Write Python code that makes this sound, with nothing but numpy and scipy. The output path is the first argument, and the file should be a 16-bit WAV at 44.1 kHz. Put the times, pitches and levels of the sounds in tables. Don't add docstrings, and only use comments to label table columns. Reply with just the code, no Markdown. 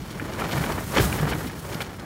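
import sys
import numpy as np
from scipy import signal
from scipy.fft import rfft, irfft, next_fast_len
from scipy.io import wavfile
from scipy.ndimage import map_coordinates

SR = 44100
rng = np.random.default_rng(int(sys.argv[2]) if len(sys.argv) > 2 else 0)


def master_out(mix):
    frames = np.transpose(np.atleast_2d(mix))
    ceiling = np.clip(frames, -1, 1)
    pcm = np.round(ceiling * 32767).astype(np.int16)
    wavfile.write(sys.argv[1], SR, pcm)


N = 90404


def amp(db):
    return 10 ** (np.asarray(db) / 20)


def unit(x):
    return x / np.sqrt(np.mean(x ** 2) + 1e-20)


def curve(rows):
    return np.interp(np.arange(N) / SR, *np.transpose(rows))


def wobble(rate):
    return map_coordinates(rng.standard_normal(2048), [np.arange(N) * rate / SR], mode="wrap")


def filtered(x, response):
    m = next_fast_len(len(x) + 8192)
    return irfft(rfft(x, m) * response(np.fft.rfftfreq(m, 1 / SR)), m)[:len(x)]


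def coloured(x, spectrum):
    f, db = np.transpose(spectrum)
    return unit(filtered(x, lambda hz: amp(np.interp(np.log(hz + 1), np.log(f), db))))


def ticks(rate, spread_db, bed_db, size=N):
    hit = rng.random(size) < rate / SR
    strength = amp(spread_db * np.minimum(rng.exponential(size=size), 3))
    return unit(unit(hit * strength * rng.choice([-1, 1], size)) + amp(bed_db) * rng.standard_normal(size))


def add(track, s, sound):
    part = track[max(round(s * SR), 0):][:len(sound)]
    part += sound[:len(part)]


def swing(hz, waver=0.041, waver_hz=100.3):
    pitch = hz * np.exp(waver * wobble(waver_hz))
    return np.sin(2 * np.pi * np.cumsum(pitch) / SR)


def tent(x, t60_s=0.02, send_db=-8):
    t = np.arange(4096) / SR
    tail = rng.standard_normal(len(t)) * np.exp(-np.log(1000) * t / t60_s)
    return x + amp(send_db) * signal.fftconvolve(x, tail / np.linalg.norm(tail))[:N]


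# t/s, level/dB
WIND_RIDE = [(0, -30.5), (.05, -36.5), (.35, -33.5), (.6, -26.5), (.83, -32.5), (.94, -31.5), (1.02, -22),
             (1.1, -27), (1.3, -26.5), (1.47, -31), (1.52, -37.5), (1.8, -34.5), (2.05, -39)]
# f/Hz, level/dB
WIND_EQ = [(15, -52), (30, -20), (45, -5), (61, -7), (82, -5.5), (125, -6), (170, -5.5), (250, -11.5),
           (500, -23), (1200, -90)]

def wind(trim_db=-1.5):
    return amp(curve(WIND_RIDE) + trim_db) * coloured(rng.standard_normal(N), WIND_EQ)


# t/s, level/dB
JINGLE_CUES = [(.483, -44), (.502, -45), (.56, -46), (.72, -53), (1.16, -47), (1.215, -47), (1.29, -52),
               (1.333, -49), (1.385, -49), (1.735, -49)]
# f/Hz, level/dB
METAL_MODES = [(12830, 1), (13770, -9)]

def jingles(half_width_hz=82, length_s=0.033):
    out, t = np.zeros(N), np.arange(4096) / SR
    ring = lambda f: sum(amp(db) / (1 + ((f - hz) / half_width_hz) ** 2) for hz, db in METAL_MODES)
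    envelope = np.sin(np.pi * np.minimum(t / length_s, 1))
    for s, db in JINGLE_CUES:
        add(out, s, amp(db) * unit(filtered(rng.standard_normal(len(t)), ring)) * envelope)
    return out


# t/s, level/dB
SLIDE_RIDE = [(0, -50.5), (.29, -48.5), (.48, -43), (.53, -40), (.64, -37.5), (.70, -41), (.89, -40),
              (1.0, -34.5), (1.13, -34), (1.25, -44.5), (1.46, -41), (1.52, -49), (1.73, -42.5),
              (1.87, -51), (2.05, -53.5)]
# peak t/s, level/dB, half length/s
SLIP_CUES = [(0.118, -49, 0.0047), (.186, -46, .008), (0.403, -38.5, 0.0079), (1.031, -29, 0.028),
             (1.216, -36, .006), (1.298, -33.5, 0.0083), (1.398, -39, 0.013), (1.602, -45, 0.024),
             (1.818, -37, 0.01)]
# f/Hz, level/dB
SWISH_EQ = [(1500, 4), (4500, -1), (7500, 1), (11000, 0.5), (14000, -1), (16000, -1)]

def swish():
    t = np.arange(N) / SR
    slide_power = amp(curve(SLIDE_RIDE)) ** 2
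    slip_power = sum(amp(db) ** 2 * np.exp(-((t - s) / half) ** 2) for s, db, half in SLIP_CUES)
    threads = ticks(rate=5300, spread_db=4, bed_db=6.0) * amp(1.44 * wobble(88.66))
    return np.sqrt(slide_power + slip_power) * coloured(threads, SWISH_EQ)


# t/s, level/dB
CRINKLE_RIDE = [(0, -47), (.30, -47.5), (.42, -42), (.62, -39.5), (.88, -51.5), (.95, -36.5), (.985, -27.5),
                (1.07, -46), (1.33, -46.5), (1.55, -47.5), (1.85, -46), (2.05, -53)]
# f/Hz, level/dB
CRINKLE_EQ = [(600, 9.5), (1900, 6), (3100, 1), (4100, 1.5), (6500, -2.5), (10000, -23), (16000, -43)]

def crinkle(trim_db=1.5):
    creases = ticks(rate=1100, spread_db=3.5, bed_db=-7) * amp(1.5 * wobble(110))
    return amp(curve(CRINKLE_RIDE) + trim_db) * coloured(creases, CRINKLE_EQ)


# t/s, level/dB
FLUTTER_RIDE = [(0, -46.5), (.17, -39.5), (.37, -34.5), (.41, -31), (.73, -30.5), (.87, -40), (.95, -30),
                (.985, -26), (1.02, -30), (1.31, -30), (1.38, -32.5), (1.60, -44.5), (1.80, -34),
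                (1.97, -44.5), (2.05, -38)]
# f/Hz, level/dB
FLUTTER_EQ = [(30, -39), (90, -0.5), (190, -2.5), (370, 1), (600, -5), (950, -5.5), (1850, -10.5),
              (2600, -19.5), (5000, -28), (15000, -46)]

def flutter(trim_db=0.5):
    pats = ticks(rate=1300, spread_db=2.0, bed_db=-4.5) * amp(2.5 * wobble(95))
    return amp(curve(FLUTTER_RIDE) + trim_db) * coloured(pats, FLUTTER_EQ)


# peak t/s, level/dB, half length/s, f/Hz
BILLOW_CUES = [(0.59, -23.5, 0.039, 135), (1.04, -20.5, .04, 60), (1.231, -22, 0.027, 148)]

def billows():
    t = np.arange(N) / SR
    return sum(amp(db) * swing(hz) * np.exp(-((t - s) / half) ** 2) for s, db, half, hz in BILLOW_CUES)


# t/s, level/dB, f/Hz, t60/s
SNAP_CUES = [(.1975, -28, 1750, 0.038), (1.127, -17.5, 1870, 0.011), (1.499, -30, 1620, 0.03)]

def snaps(q=2.5):
    out, t = np.zeros(N), np.arange(4096) / SR
    for s, db, hz, t60 in SNAP_CUES:
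        band = lambda f: 1 / (1 + (q * (f / hz - hz / (f + 1)) / 2) ** 4)
        burst = unit(filtered(rng.standard_normal(len(t)), band))
        add(out, s, amp(db) * burst * np.exp(-np.log(1000) * t / t60))
    return out


# t/s, level/dB, hold/s, high-cut f/Hz
FLAP_CUES = [(0.104, -40, 0.01, 4800), (0.332, -36.5, 0.0061, 4340), (0.39, -28.5, 0.021, 1800),
             (0.419, -21.5, 0.0041, 1250), (0.44, -27, 0.0043, 1750), (0.511, -31, 0.0038, 4000),
             (0.519, -30, 0.014, 4660), (0.573, -28, 0.0088, 2100), (0.637, -25.5, 0.0086, 2200),
             (0.721, -28, 0.0017, 3700), (0.777, -30, 0.015, 1780), (0.962, -17.5, 0.012, 1850),
             (0.981, -15, 0.0048, 3000), (0.998, -20, 0.0056, 2100), (1.182, -30, 0.02, 2040),
             (1.28, -36.5, 0.04, 3850), (1.322, -22, 0.0056, 1750), (1.328, -28, 0.0087, 2300),
             (1.467, -39, 0.013, 3920), (1.725, -35.5, 0.0099, 4200), (1.744, -31, 0.0043, 4600),
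             (1.8035, -27.5, 0.0095, 2600), (1.817, -28.5, 0.006, 3800), (1.996, -38, 0.0042, 4030)]

def flaps(trim_db=-3.5, high_cut_order=2.98, attack_s=0.00045, release_s=0.002, lift_s=0.00098):
    out, t = np.zeros(N), np.arange(4096) / SR
    mean_db = np.mean([db for s, db, hold, hz in FLAP_CUES])
    attack = 1 - np.exp(-t / attack_s)
    onset_lift = amp(-16) * np.exp(-t / lift_s)
    for s, db, hold, hz in FLAP_CUES:
        low_hz = 0.33 * hz * amp(-0.25 * (db - mean_db))
        band = lambda f: f ** 2 / (f ** 2 + low_hz ** 2) / np.sqrt(1 + (f / hz) ** (2 * high_cut_order))
        run = np.exp(-np.maximum(t - hold, 0) / release_s)
        envelope = attack * (run + onset_lift)
        cracks = envelope * filtered(ticks(rate=2000, spread_db=3.0, bed_db=-3.5, size=len(t)), band)
        add(out, s, amp(db + trim_db) * unit(cracks) * np.sqrt(np.mean(envelope ** 2)))
    return out


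# t/s, level/dB, f/Hz, t60/s
THUMP_CUES = [(0.2238, -14.5, 283, 0.021), (0.782, -21.5, 268, 0.048), (.964, -13.5, 505, 0.031),
              (.983, -12.5, 300, 0.037), (0.9968, -8, 385, 0.03), (0.998, -13.5, 126, 0.12),
              (1.198, -19.5, 205, 0.087), (1.462, -22.5, 305, 0.044), (1.753, -20.5, 171, 0.05)]

def thumps(attack_s=0.00059):
    out, t = np.zeros(N), np.arange(N) / SR
    attack = 1 - np.exp(-t / attack_s)
    for s, db, hz, t60 in THUMP_CUES:
        add(out, s, amp(db) * swing(hz) * attack * np.exp(-np.log(1000) * t / t60))
    return out


def scene():
    body = wind() + billows() + thumps() + flutter()
    sheen = swish() + jingles()
    crackle = crinkle() + flaps() + snaps()
    return (body + sheen + tent(crackle))[None]


def record(dry):
    low_cut_hz, top_hz = 46, 15780
    band = lambda hz: (hz < top_hz) * hz ** 4 / np.sqrt(hz ** 8 + low_cut_hz ** 8)
    return np.array([filtered(channel, band) for channel in dry])


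dry = scene()
out = record(dry)
master_out(out)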